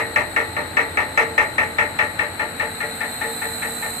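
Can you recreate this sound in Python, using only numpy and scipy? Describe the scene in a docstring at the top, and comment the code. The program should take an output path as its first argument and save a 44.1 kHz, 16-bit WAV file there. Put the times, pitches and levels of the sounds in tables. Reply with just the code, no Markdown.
"""From the start, a press knocks five times a second inside its steel housing, over workshop rumble
and motor hum. Each blow cracks, rattles round the cabinet and leaves its panels and the room ringing.
At first the microphone is at the mesh guard, where the knocks are loud. Then it moves up to the
motor: after about two seconds the knocks fade, and towards the end the hissing whine and thin
whistle of the motor's drive grow."""
import sys
import numpy as np
from scipy import signal
from scipy.fft import rfft, irfft
from scipy.io import wavfile
from scipy.ndimage import uniform_filter1d

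SR = 44100
rng = np.random.default_rng(int(sys.argv[2]) if len(sys.argv) > 2 else 0)


def generate_wav(sig):
    """Save sig (samples, or channels by samples) to the path in sys.argv[1] as 16-bit PCM at SR."""
    pcm = np.round(np.clip(np.atleast_2d(sig).T, -1, 1) * 32767).astype(np.int16)
    wavfile.write(sys.argv[1], SR, pcm)


N = 176400

# The microphone's path. Each row: time in seconds, position from 0 (guard) to 1 (motor).
MIC_PATH = [(0, 0.14), (1.5, 0.24), (2.2, 0.52), (2.8, 0.79), (3.3, 0.9), (4, 0.82)]
# How near the whining drive sounds. Each row: time in seconds, nearness from 0 (far) to 1 (close).
DRIVE_NEARNESS = [(0, 0.21), (.7, 0.13), (2.4, 0.15), (2.75, 0.36), (3.05, 0.49), (3.35, 0.7), (4, 0.75)]
# The tones of the steel panels. Each row: pitch in Hz, level at the guard in dB, change by the motor
# in dB, t60 (seconds to die away by 60 dB), pan (left minus right) in dB.
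PANEL_TONES = [(459.9, -29.5, -4.5, 0.31, -12), (598.4, -23, -23, 0.43, -4), (661, -35.5, 4, 0.55, -1),
               (858.3, -28.5, 10.5, 0.51, 6), (866.5, -36.5, 11, 0.52, 16), (1167, -29, -3.5, 0.38, 17),
               (1296, -21, -1.5, 0.13, 28), (1403, -26, 5, 0.23, 4), (1779, -16.5, 6, 0.13, -1),
               (1819, -14, -2, 0.23, 7.5), (1930, -20, -1.5, 0.45, 0.5), (2118, -21, -4, 0.3, 15),
               (2170, -19, -3, 0.22, -1), (2266, -8.5, -6.5, 0.055, 6), (2590, -21.5, -1, 0.11, 3)]
DETUNE = .003  # share by which a ringing pitch varies from blow to blow


def undb(db):
    """Turn decibels into a gain."""
    return 10 ** (np.asarray(db) / 20)


def unit(x):
    """Scale to an average level (rms) of 1."""
    return x / np.sqrt(np.mean(x ** 2))


def steady(x):
    """Hold each side's level near 1, averaged over a quarter of a second."""
    return x / np.sqrt(uniform_filter1d(x ** 2, size=11025))


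def pan(db):
    """Left and right gains that make the left louder by this many dB."""
    both = undb(np.array([[.5], [-.5]]) * db)
    return both / np.sqrt(np.mean(both ** 2, axis=0))


def over_hz(points, f):
    """Read a curve of (Hz, value) points on a log-frequency axis."""
    hz, value = np.array(points, float).T
    return np.interp(np.log(f + 1), np.log(hz), value)


def over_time(points, seconds=np.arange(N) / SR):
    """Read a curve of (seconds, value) points at one time, or else at every sample."""
    return np.interp(seconds, *np.array(points, float).T)


def freqs(size):
    """The frequencies in the spectrum of this many samples."""
    return np.fft.rfftfreq(size, 1 / SR)


def causal(gain):
    """A filter with these gains that never sounds before the blow (minimum phase)."""
    cepstrum = irfft(np.log(gain + 1e-9))
    half = cepstrum.shape[-1] // 2
    cepstrum[..., 1:half] *= 2
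    cepstrum[..., half + 1:] = 0
    return np.exp(rfft(cepstrum))


def stereo_noise(size, likeness):
    """White noise whose two sides are alike by the given amounts."""
    mid, side = rfft(rng.standard_normal((2, size)))
    alike = np.clip(over_hz(likeness, freqs(size)), -.99, .99)
    common = mid * np.sqrt((1 + alike) / 2)
    opposite = np.array([[1], [-1]]) * side * np.sqrt((1 - alike) / 2)
    return irfft(common + opposite, size)


def wander(rate_hz):
    """A smooth random drift with a typical size of 1."""
    return unit(irfft(rfft(rng.standard_normal(N)) / (1 + (freqs(N) / rate_hz) ** 4), N))


def fade(t, t60):
    """Stay at 1 until t is 0, then fall by 60 dB every t60 seconds."""
    return np.exp(-np.log(1000) * np.maximum(t, 0) / t60)


def rise(t, seconds):
    """Climb from 0 towards 1, about two thirds of the way in this time."""
    return 1 - np.exp(-t / seconds)


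def add(out, x, start):
    """Mix a sound in from a start time in seconds."""
    i = int(round(start * SR))
    a, b = max(i, 0), min(i + x.shape[-1], N)
    out[:, a:b] += x[:, a - i:b - i]


def workshop():
    """Steady rumble and rush of the running machine; the rumble is strongest at the guard."""
    # The noise's tone colour. Each row: frequency in Hz, relative level in dB.
    colour = [(25, -27), (42, -19), (60, -17), (88, 8.5), (115, 1), (195, -8), (270, 1), (370, -5),
              (460, -2.5), (720, -3.5), (860, -3), (1050, -9), (1350, -3.5), (1600, -6), (1920, -4.5),
              (2400, -11), (3100, -18.5), (4800, -29), (6500, -36), (13000, -34)]
    # Which side is louder. Each row: frequency in Hz, left minus right in dB.
    balance = [(100, -0.5), (300, -0.5), (900, -3.5), (1500, 14), (2200, 5), (3200, -2), (5000, -3),
               (8000, -1)]
    # How alike the two sides are. 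Each row: frequency in Hz, likeness from 0 to 1.
    likeness = [(60, 0.89), (150, 1), (300, 0.82), (600, 0.75), (1000, 0.13)]
    # How the colour changes by the motor. Each row: frequency in Hz, change in dB.
    motor_change = [(80, -10.5), (150, 0.5), (400, -4.5), (1000, 0), (2500, 2.5), (5500, -3)]
    f, away = freqs(N), over_time(MIC_PATH)
    noise = rfft(stereo_noise(N, likeness))
    at_guard = unit(irfft(noise * undb(over_hz(colour, f)) * pan(over_hz(balance, f)), N))
    by_motor = irfft(rfft(at_guard) * undb(over_hz(motor_change, f)), N)
    return undb(-33) * (at_guard * (1 - away) + by_motor * away)


def motor_hum():
    """The motor and fan hum with tones that waver in level and a little in pitch."""
    # The hum's tones. Each row: pitch in Hz, level at the guard in dB, level by the motor in dB.
    tones = [(45, -54, -49), (84.5, -44.5, -59), (177.3, -53.5, -52), (230.8, -55, -44.5),
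             (323.8, -47, -58), (736, -79, -41), (804, -54, -55.5), (879, -46, -55.5)]
    out, away = 0, over_time(MIC_PATH)
    for hz, guard_db, motor_db in tones:
        pitch = hz * (1 + 0.004 * wander(rate_hz=4.58))
        tone = np.sin(2 * np.pi * np.cumsum(pitch) / SR)
        waver = undb(1.5 * wander(rate_hz=4))
        out = out + undb(guard_db + (motor_db - guard_db) * away) * unit(tone * waver)
    return out


def reflections(x, count=3):
    """Reflections cut fine peaks and dips into a sound; they shift as the microphone moves."""
    depth_db, spacing_hz, cycles_per_s = 4.5, 60.6, 0.427
    f, spectrum, out = freqs(N), rfft(x), 0
    for k, dips in enumerate(rng.standard_normal((count, 2, 1024))):
        ripple = np.array([np.interp(f / spacing_hz, np.arange(len(side)), side) for side in dips])
        share = np.cos(np.pi * (cycles_per_s * np.arange(N) / SR + k / count)) ** 4
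        out = out + share * irfft(spectrum * undb(depth_db * ripple), N)
    return out


def drive_whine():
    """Hissing bands at the drive's switching rate and its multiples pulse with the motor current."""
    # The whine's bands. Each row: centre in Hz, width in Hz, level far off in dB, level close by
    # in dB, left minus right far off in dB, left minus right close by in dB.
    bands = [(4030, 364, -43, -36, 8.5, 2), (8004, 620, -48.5, -32.5, 2.5, -20),
             (8350, 1210, -49.5, -37, -16, -6), (11890, 1540, -52, -35, -10, -18)]
    pulse_hz, pulse_depth, steepness = 64, 0.087, 5.7
    f, near, out = freqs(N), over_time(DRIVE_NEARNESS), 0
    pulse = 1 + pulse_depth * np.sin(2 * np.pi * pulse_hz * np.arange(N) / SR)
    hiss = rfft(reflections(rng.standard_normal((2, N))))
    for hz, width, far_db, close_db, far_pan_db, close_pan_db in bands:
        shape = (1 + 2 * ((f - hz) / width) ** 2) ** (-steepness / 4)
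        band = steady(irfft(hiss * shape, N) * pulse)
        level = undb(far_db + (close_db - far_db) * near)
        out = out + band * level * pan(far_pan_db + (close_pan_db - far_pan_db) * near)
    return out


def drive_whistle():
    """A thin whistle in the lowest whine band; it wavers in pitch and flutters on each side."""
    hz, flutter_hz, far_db, close_db = 4058, 15, -48.5, -34.5
    pitch = hz * (1 + .007 * wander(flutter_hz))
    phase = 2 * np.pi * np.cumsum(pitch) / SR
    sides = np.array([np.sin(phase) * wander(flutter_hz) + np.cos(phase) * wander(flutter_hz)
                      for _ in range(2)])
    return sides * undb(far_db + (close_db - far_db) * over_time(DRIVE_NEARNESS)) * pan(db=3)


def hollow_tone(t, hz, t60):
    """The room rings: a low hollow tone that swells after the blow and outlasts it."""
    late = np.maximum(t - 0.029, 0)
    pitch = hz * (1 + DETUNE * rng.standard_normal())
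    wave = np.sin(2 * np.pi * (pitch * t + rng.random()))
    return undb(-32) * wave * rise(late, 0.0068) * fade(late, t60)


def panel_ring(phases, t, away):
    """The housing's panels ring on, a little differently at every blow."""
    out, scatter_db = 0, 1.97
    chance = rng.standard_normal((len(PANEL_TONES), 2))
    for (hz, db, away_db, t60, pan_db), phase, (louder, higher) in zip(PANEL_TONES, phases, chance):
        wave = np.sin(2 * np.pi * (hz * (1 + DETUNE * higher) * t + phase))
        level = undb(db + away_db * away + scatter_db * louder)
        out = out + level * pan(pan_db) * wave * fade(t, t60)
    return undb(1) * out * rise(t, 0.0026 + 0.0066 * away)


def cabinet_rattle(echoes, t, away):
    """Metal strikes metal and bounces once; dense echoes swell, hold and die, the treble first."""
    # The cabinet's tone colour. Each row: frequency in Hz, relative level in dB.
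    colour = [(40, -7), (85, -12.5), (200, -14), (370, -10.5), (470, -3.5), (610, -4.5), (740, -6.5),
              (880, 0.5), (1080, -9.5), (1250, -2), (1580, -9.5), (1830, 9), (2030, -4.5), (2180, 1.5),
              (2700, -6), (3000, -17), (4500, -33.5), (6500, -32), (9000, -40), (13000, -49)]
    # Which side is louder. Each row: frequency in Hz, left minus right in dB.
    balance = [(100, -5), (900, 1), (1300, -2), (1600, 14.5), (1850, 13.5), (2200, -4), (2600, -10),
               (3300, 15), (4500, -6), (7000, -6.5)]
    # How the echoes die. Each row: frequency in Hz, hold in seconds, seconds to fall by 60 dB.
    decays = [(90, 0.027, 0.72), (293, 0.036, 0.6), (630, 0.05, 0.23), (1840, 0.037, 0.26),
              (2450, 0.034, 0.22), (5800, 0.053, 0.096)]
    strike_above_hz, bounce_s = 1840, 0.0078
    f, spectrum, ring = freqs(len(t)), rfft(echoes), 0
    for k, (_, hold, t60) in enumerate(decays):
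        band = over_hz([(row[0], j == k) for j, row in enumerate(decays)], f)
        ring = ring + irfft(spectrum * band) * rise(t, 0.0072) * fade(t - hold, t60)
    bounce = undb(-7) * (t > bounce_s) * fade(t - bounce_s, t60=0.012)
    treble = irfft(spectrum * f ** 2 / (f ** 2 + strike_above_hz ** 2))
    strike = treble * (fade(t, t60=0.055) + bounce) * undb(10.5 - 4 * away)
    housing = unit(undb(over_hz(colour, f))) * pan(over_hz(balance, f))
    return undb(-18) * irfft(rfft(ring + strike) * causal(housing))


def press(size=24576):
    """Each blow sets off nearly the same echoes; they change slowly as the microphone moves."""
    # The blows. Each row: start in seconds, then the gains in dB of the low body, the bright clank
    # and the room's lower hollow tone.
    knocks = [(-.045, 0.5, 0.5, 6), (.159, 0.5, -1, -17), (.362, -1.5, -2.5, -1), (.565, -2, -10, -19),
              (.768, 0, -1, 1.5), (.971, -.5, -2, -15), (1.174, 2.1, 1, 8.5), (1.378, 1.5, 0, -16),
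              (1.581, -0.5, -1, 3), (1.784, -1, 0, -25), (1.988, -3.5, 0, -6), (2.190, -5.5, -3.5, -4.5),
              (2.394, -5.5, -6.5, -1.5), (2.597, -6, -5.5, 1.5), (2.803, -10.5, -8, 2.5),
              (3.006, -10, -9, -4), (3.211, -7, -10.5, 6.5), (3.416, -9.5, -12, 2.5),
              (3.619, -10.5, -9.5, 1), (3.823, -10.5, -13, -5.5)]
    # The room's upper hollow tone, a standing wave that the microphone passes through.
    # Each row: time in seconds, gain in dB.
    upper_hollow = [(1.35, -8), (1.58, 7), (2.8, 6.5), (3.25, -2)]
    # How alike the echoes are on the two sides. Each row: frequency in Hz, likeness from 0 to 1.
    likeness = [(60, 1), (250, 0.42), (550, 0.64), (1200, 0.64), (2000, 0.39), (4000, 0.069)]
    # The clank moves left as the microphone turns. Each row: time in seconds, left minus right in dB.
    clank_pan = [(0, 1), (1.6, 0.5), (2.1, 6), (4, 1.5)]
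    # How far the left wave runs ahead at the guard. Each row: frequency in Hz, lead in radians.
    left_lead = [(100, 1), (430, 0.35), (1200, -1.1), (1750, -5), (2400, -7), (3000, -7.5)]
    clank_above_hz, crack_above_hz = 1380.0, 4200.0
    repeat = 0.77  # how alike one blow's echoes are to the next one's
    t, f, out = np.arange(size) / SR, freqs(size), np.zeros((2, N))
    echoes = stereo_noise(size, likeness)
    phases = 0.37 * rng.random(len(PANEL_TONES))  # in cycles: the panels start nearly in step
    clank_band = f ** 8 / (f ** 8 + clank_above_hz ** 8)
    crack_band = f ** 8 / (f ** 8 + crack_above_hz ** 8)
    for start, body_db, clank_db, hollow_db in knocks:
        away = over_time(MIC_PATH, start)
        echoes = repeat * echoes + np.sqrt(1 - repeat ** 2) * stereo_noise(size, likeness)
        crack_db = 2.2 * max(body_db, 0)  # the hardest blows gain extra treble
        strength = undb(body_db + (clank_db - body_db) * clank_band + crack_db * crack_band)
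        sides = pan(clank_band * over_time(clank_pan, start))
        room = undb(hollow_db) * hollow_tone(t, hz=456.3, t60=0.6)
        room += undb(over_time(upper_hollow, start)) * hollow_tone(t, hz=592, t60=0.23)
        steel = cabinet_rattle(echoes, t, away) + panel_ring(phases, t, away)
        blow = rfft(steel) * causal(strength * sides) + rfft(room)
        lead = np.array([[1], [0]]) * over_hz(left_lead, f) * (1 - away)
        add(out, irfft(blow * np.exp(1j * lead)), start)
    return out


def scene():
    """The knocking press over the workshop, the motor and its drive."""
    return press() + workshop() + motor_hum() + drive_whine() + drive_whistle()


def record(dry):
    """The recorder cuts the deep bass and the highest treble."""
    bass_cut = signal.butter(4, 51.6, "high", fs=SR, output="sos")
    treble_cut = signal.ellip(8, .2, 70, 13450, fs=SR, output="sos")
    return signal.sosfilt(treble_cut, signal.sosfilt(bass_cut, dry))


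dry = scene()
out = record(dry)
generate_wav(out)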